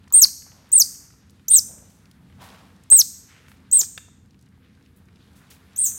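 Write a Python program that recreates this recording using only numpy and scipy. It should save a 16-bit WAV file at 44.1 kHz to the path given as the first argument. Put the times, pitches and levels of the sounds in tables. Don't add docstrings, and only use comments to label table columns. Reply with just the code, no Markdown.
import sys
import numpy as np
from scipy import signal
from scipy.fft import rfft, irfft, next_fast_len
from scipy.io import wavfile
from scipy.ndimage import uniform_filter1d, minimum_filter1d

SR = 44100
rng = np.random.default_rng(int(sys.argv[2]) if len(sys.argv) > 2 else 0)


def master(y):
    cut = np.clip(np.atleast_2d(y).T, -1, 1)
    pcm = np.round(cut * 32767)
    wavfile.write(sys.argv[1], SR, pcm.astype(np.int16))


N = 263718
EDGE_HZ = 16100


def amp(db):
    return 10 ** (np.asarray(db) / 20)


def unit(x):
    return x / np.sqrt(np.mean(x ** 2) + 1e-20)


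def read(points, hz):
    f, value = np.transpose(points)
    return np.interp(np.log(hz + 1), np.log(f + 1), value)


def add(mix, s, sound):
    part = mix[max(round(s * SR), 0):][:len(sound)]
    part += sound[:len(part)]


def colour(x, gain):
    size = next_fast_len(len(x) + 1024)
    hz = np.fft.rfftfreq(size, 1 / SR)
    return irfft(rfft(x, size) * gain(hz), size)[:len(x)]


def noise(size, gain):
    return unit(colour(rng.standard_normal(size), gain))


def hump(hz, octaves):
    return lambda f: 1 / (1 + (np.log2((f + 1) / hz) / octaves) ** 2) ** 2


def wander(size, rate_hz):
    return noise(size, lambda f: np.exp(-(f / rate_hz) ** 2))


# frequency in Hz, relative density in dB.
AIR_COLOUR = [(15, -66.5), (25, -34.5), (59, -6.5), (87, -1.5), (120, -6), (195, -6.5), (416, -21.5),
              (476, -18), (531, -26), (1650, -25), (2990, -31.5), (3720, -31), (6050, -39), (11900, -41),
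              (16000, -48)]
# centre in seconds, rise in dB, half length in seconds.
RUMBLE_SURGES = [(1.74, 3.501, 0.14), (2.42, 3.5, .2)]
# time in seconds, level in dB before the overall lift.
WASH_COURSE = [(0, -66), (.45, -67), (.75, -60.5), (1.15, -66.5), (2.2, -66), (2.5, -60.5), (3.05, -67),
               (3.45, -62.5), (4.25, -70), (5.15, -66), (5.4, -61.5), (5.98, -61)]
# frequency in Hz, level in dB.
FAR_HUM = [(88, -64), (200, -67.5), (262, -69)]


def outdoors(rumble_db=-55.0, swell_db=0.73, wash_lift_db=1, split_hz=400, patchy_db=1.8):
    t = np.arange(N) / SR
    low = lambda f: 1 / np.sqrt(1 + (f / split_hz) ** 8)
    surge_db = sum(db * np.exp(-((t - s) / half_s) ** 2) for s, db, half_s in RUMBLE_SURGES)
    rumble = noise(N, lambda f: amp(read(AIR_COLOUR, f)) * low(f))
    rumble *= amp(rumble_db + surge_db + swell_db * wander(N, 4))
    wash = np.zeros(N)
    for octave in range(6):
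        overlap = lambda f: np.clip(1 - abs(np.log2((f + 1) / split_hz) - octave), 0, 1)
        band = lambda f: np.sqrt(overlap(f) * (1 - low(f) ** 2))
        hiss = colour(rng.standard_normal(N), lambda f: amp(read(AIR_COLOUR, f)) * band(f))
        wash += hiss * amp(patchy_db * wander(N, 12))
    wash = unit(wash) * amp(wash_lift_db + np.interp(t, *np.transpose(WASH_COURSE)))
    hum = sum(amp(db) * unit(np.sin(2 * np.pi * hz * t + 1.5 * wander(N, 7.8))) for hz, db in FAR_HUM)
    return rumble + wash + hum


# frequency in Hz, time to fall 60 dB in seconds.
YARD_DECAY = [(500, 0.02), (4000, 0.69), (6500, 0.667), (8500, 0.53), (12000, 0.63), (16000, 0.35)]
# frequency in Hz, relative level in dB.
YARD_TINT = [(500, -2), (3500, 0), (5000, -2.5), (6500, 0.5), (7500, -1), (8500, -1.5), (9500, 0.5),
             (12000, 1.5), (16000, 2)]


def yard(x, rise_s=.012):
    hz, t, bands = signal.stft(rng.standard_normal(SR), SR, nperseg=256)
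    decay_db = -60 * t / read(YARD_DECAY, hz)[:, None]
    bands = bands * amp(read(YARD_TINT, hz)[:, None] + decay_db)
    tail = signal.istft(bands, SR, nperseg=256)[1]
    tail *= 1 - np.exp(-np.arange(len(tail)) / SR / rise_s)
    return signal.fftconvolve(x, tail / np.linalg.norm(tail))[:N]


def sand(per_s=22, softest_db=-66, spread_db=4.5, t60=.02):
    out, t = np.zeros(N), np.arange(1500) / SR
    for when, pitch, chance in rng.random((int(per_s * N / SR), 3)):
        tick = noise(len(t), hump(900 * 8 ** pitch, 1.1)) * amp(-60 * t / t60)
        add(out, when * N / SR, tick * amp(softest_db - spread_db * np.log(max(chance, .04))))
    return out


# start in seconds, peak in dB, centre in Hz, time to fall 60 dB in seconds.
SHORT_TAPS = [(.076, -44.5, 1190, .03), (.153, -37, 500, .03), (0.234, -32, 900, .015),
              (.253, -26, 1300, .03), (0.283, -37, 2800, .03), (.42, -45.5, 2200, .025),
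              (0.465, -46, 750, .04), (.518, -46, 1400, .025), (.691, -49, 9000, .015),
              (1.305, -46.5, 8000, .03), (1.903, -46, 5000, .02), (2.056, -47, 3000, .015),
              (2.113, -42.5, 4800, 0.019), (2.921, -29, 40, 0.06), (2.921, -27.5, 800, 0.031),
              (2.928, -26, 900, .025), (3.02, -34.5, 1800, .03), (3.483, -39, 1600, 0.013),
              (3.517, -36, 1500, .018), (3.815, -27, 3700, .012), (3.817, -35, 330, .035),
              (3.83, -35, 1700, .04), (3.977, -24, 2000, 0.022), (5.513, -39.5, 3000, 0.054),
              (5.918, -39.5, 2600, 0.022)]
# start in seconds, length in seconds, level in dB, centre in Hz, width in octaves.
FADING_NOISES = [(0.102, 0.24, -58, 1100, 0.46), (0.5, 0.5, -68, 800, 1.16), (1.489, 0.21, -63.5, 650, 1.2),
                 (1.66, 0.48, -64, 550, 0.9), (1.864, 0.4, -70.5, 7000, 1.5), (2.1, 1.78, -60.5, 170, 0.6),
                 (3.55, 0.9, -64, 190, 0.7), (2.378, 0.56, -55.5, 850, 1.4), (2.39, 0.47, -59, 2594, 1.9),
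                 (2.41, 0.18, -61.5, 10000, 1.2), (3.271, 0.51, -62, 1900, 1.2),
                 (3.483, 0.13, -67, 10070, 1.35), (4.621, 0.3, -73, 2210, 1.22),
                 (4.96, 0.071, -68, 11100, 1.06), (5.182, 0.31, -72, 3600, 0.7),
                 (5.352, 0.15, -66.5, 8030, 2), (5.5, 0.11, -56, 5980, 2.8),
                 (5.849, 0.14, -56.5, 4200, 0.89)]


def small_sounds(tap_octaves=1.6, grit=.25):
    out = np.zeros(N)
    t = np.arange(3000) / SR
    for s, db, hz, t60 in SHORT_TAPS:
        tap = noise(len(t), hump(hz, tap_octaves)) * amp(-60 * t / t60)
        add(out, s, amp(db) * tap / abs(tap).max())
    for s, length, db, hz, octaves in FADING_NOISES:
        u = np.linspace(0, 1, int(length * SR))
        roughness = np.exp(grit * wander(N, 250)[:len(u)])
        grains = rng.standard_normal(len(u)) * roughness
        stroke = np.minimum(u / 0.064, 1) * (1 - u) ** 2
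        add(out, s, amp(db) * unit(colour(grains, hump(hz, octaves)) * stroke))
    return out


def near_echoes(ground_s=.0019, ground=.6, t60=0.2, count=70):
    taps = np.zeros(SR // 10)
    delay = rng.uniform(.004, .05, count)
    taps[(delay * SR).astype(int)] = rng.choice([-1, 1], count) * amp(-60 * delay / t60)
    taps /= np.linalg.norm(taps)
    taps[int(SR * ground_s * rng.uniform(.85, 1.15))] += ground
    return taps


LEAP_HZ, LEAP_S, DROP_S = 900, .004, .002


def arch(t, length, open_hz, top_hz, top_s, end_hz, drop_hz):
    leap = LEAP_HZ * np.exp(-t / LEAP_S)
    drop = drop_hz * np.exp((t - length) / DROP_S)
    rise = (top_hz - open_hz - LEAP_HZ) * np.clip(1 - t / top_s, 0, 1) ** 2
    fall = (top_hz - end_hz) * np.clip((t - top_s) / (length - top_s), 0, 1) ** 2
    return top_hz - leap - rise - fall - drop


SWELL_S, SAG_POWER, RELEASE_DB = .0018, 3.0, 3


def effort(t, length, open_db, swell_s, full_db, end_db):
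    swell = (1 + np.tanh((t - swell_s) / (2 * SWELL_S))) / 2
    hold_db = full_db + (end_db - full_db) * (t / length) ** SAG_POWER
    release_db = RELEASE_DB * np.exp((t - length) / DROP_S)
    return open_db * (1 - swell) + swell * hold_db - release_db


# deepest point in seconds,
# depth in dB, time to sink in seconds, pitch shift during the dip in Hz.
PATH_DIPS = [(.215, 14.5, .015, 380), (.75, 7.5, .01, 150), (.774, 13, .002, -100), (.795, 18.5, .006, 50),
             (1.497, 11, .004, 0), (1.513, 1, .007, 450), (1.533, 9.5, .02, 0), (1.579, 10, .004, -400),
             (2.909, 5, 0.0039, 150), (2.986, 8.5, .021, 110), (3.721, 7, .002, 470),
             (3.787, 10.5, .008, 0)]
RETURN_S = .0025


def path_dips(t):
    s, db, sink_s, shift_hz = np.transpose(PATH_DIPS)
    since = t[:, None] - s
    dip = np.exp(-(since / np.where(since < 0, sink_s, RETURN_S)) ** 2)
    return dip @ db, dip @ shift_hz


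# frequency in Hz, relative level in dB.
BREATH_COLOUR = [(500, -20), (2400, -20.5), (3400, -8), (4300, -12), (5600, -15), (7500, -8.5), (9300, -1),
                 (11500, -5.5), (14000, -2), (16000, -4)]
UNDER_GROWTH_DB = 9
OCTAVE_KEPT, UNDER_KEPT = .4, 0.64


def chirp(row, flutter_s, flutter, overtone_db, under_db, rasp_db, hiss_db, snap,
          flutter_hz=490, jitter=.008, third_db=-27, snap_s=0.0026):
    start, length, *shape = row
    pitch_shape, level_shape = shape[:5], shape[5:]
    age = np.arange(0, length, 1 / SR)
    t, size = start + age, len(age)
    lost_db, shift_hz = path_dips(t)
    hz = arch(age, length, *pitch_shape) + shift_hz
    db = effort(age, length, *level_shape) - lost_db
    loud = amp(db)
    high = np.clip((hz - 6000) / 2000, 0, 1)
    soft_boost = np.clip((db.max() - db) / 7, .8, 1.6)
    flutter_onset = np.clip((t - flutter_s) / .005, 0, 1)
    depth = np.clip(flutter * high * soft_boost * flutter_onset, 0, .6)
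    throb_hz = flutter_hz * (1 + .2 * wander(size, 110))
    throb = np.exp(2j * np.pi * np.cumsum(throb_hz) / SR)
    chop = np.sqrt(1 - depth ** 2) / (1 - depth * throb)
    cycle = np.exp(2j * np.pi * np.cumsum(hz * (1 + jitter * wander(size, 700))) / SR)
    octave_response = [(8000, -17.5), (10000, -5), (12500, 1), (15000, -2), (16500, -10)]  # (Hz, dB)
    octave = amp(overtone_db + OCTAVE_KEPT * lost_db + read(octave_response, 2 * hz))
    octave *= 1 + snap * np.exp(-age / snap_s)
    rasp = 1 + amp(rasp_db) * (wander(size, 700) + 1j * wander(size, 700)) / np.sqrt(2)
    whistle = cycle * chop * unit(abs(rasp)) * np.exp(1j * np.angle(rasp))
    third = amp(third_db) * (3 * hz < EDGE_HZ) * cycle ** 3
    tone = (whistle + octave * whistle ** 2 + third).imag
    under_hz = hz / 2 - 1.1 * np.maximum(hz - 8100, 0)
    under_level_db = under_db + UNDER_GROWTH_DB * (age / length - .5) + UNDER_KEPT * lost_db
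    under_phase = 2 * np.pi * np.cumsum(under_hz) / SR + 1.0 * wander(size, 550)
    tone += amp(under_level_db) * high * np.sin(under_phase)
    hiss = noise(size, lambda f: amp(read(BREATH_COLOUR, f)))
    hiss *= amp(hiss_db) * np.sqrt(loud * loud.max())
    call = (np.sqrt(2) * loud * tone + hiss) * signal.windows.tukey(size, .025)
    return start, call, call * amp(.75 * lost_db)


# start in seconds, length in seconds, opening in Hz,
# top in Hz, time to the top in seconds, end before the last drop in Hz, last drop in Hz, opening level in dB,
# time to the swell in seconds, full level in dB, end level in dB.
CHIRP_ARCHES = [(0.124, .125, 6240, 8780, 0.041, 4230, 250, -31, .012, -7.5, -6.5),
                (0.717, .109, 6250, 8720, .031, 4338, 50, -32, 0.0091, -8.5, -12),
                (1.4818, .114, 5346, 8750, .037, 5225, 747, -20.5, .026, -5, -15.5),
                (2.901, .118, 6600, 8530, .03, 4635, 1640, -23, .0098, -5.5, -13.5),
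                (3.713, .104, 6070, 8467, .034, 5920, 2930, -27.5, .012, -10.5, -19),
                (5.760, .115, 5400, 8740, .044, 5890, 100, -40.5, 0.02, -20, -25)]
# flutter start in seconds, base flutter depth from 0 to 1,
# octave overtone in dB, low second tone in dB, rasp in dB, hiss in dB, opening snap as a boost of the octave,
# near echoes in dB, yard ring in dB.
CHIRP_VOICES = [(0.142, 0.3, -7.5, -40.5, -13.5, -26.5, 11, -19, -23),
                (.745, .33, -7, -38, -23, -32, 2.1, -14, -20),
                (1.499, 0.25, -10, -31, -12.5, -26, 2.6, -17, -22),
                (2.958, 0.37, -7, -40, -23, -27, 4.5, -20, -22),
                (3.735, 0.31, -10, -35.5, -14.5, -26.5, 1.2, -10, -18.7),
                (5.781, 0.28, -7.5, -39, -5.5, -27, 4, -2, -7)]


def otter():
    near, far = np.zeros((2, N))
    for row, (*voice, echo_db, ring_db) in zip(CHIRP_ARCHES, CHIRP_VOICES):
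        s, call, around = chirp(row, *voice)
        add(near, s, call)
        add(near, s, amp(echo_db) * signal.fftconvolve(call, near_echoes()))
        add(far, s, amp(ring_db) * around)
    return near + yard(far)


def scene(small_ring_db=-13):
    small = small_sounds() + sand()
    close_by = small + amp(small_ring_db) * yard(small)
    return (outdoors() + close_by + otter())[None]


def record(dry):
    gain = np.minimum(1, .95 / (abs(dry[0]) + 1e-9))
    gain = uniform_filter1d(minimum_filter1d(gain, size=91), size=91)
    band_limit = signal.firwin(401, EDGE_HZ, window=("kaiser", 9), fs=SR)
    return signal.oaconvolve(dry * gain, band_limit[None], "same")


dry = scene()
out = record(dry)
master(out)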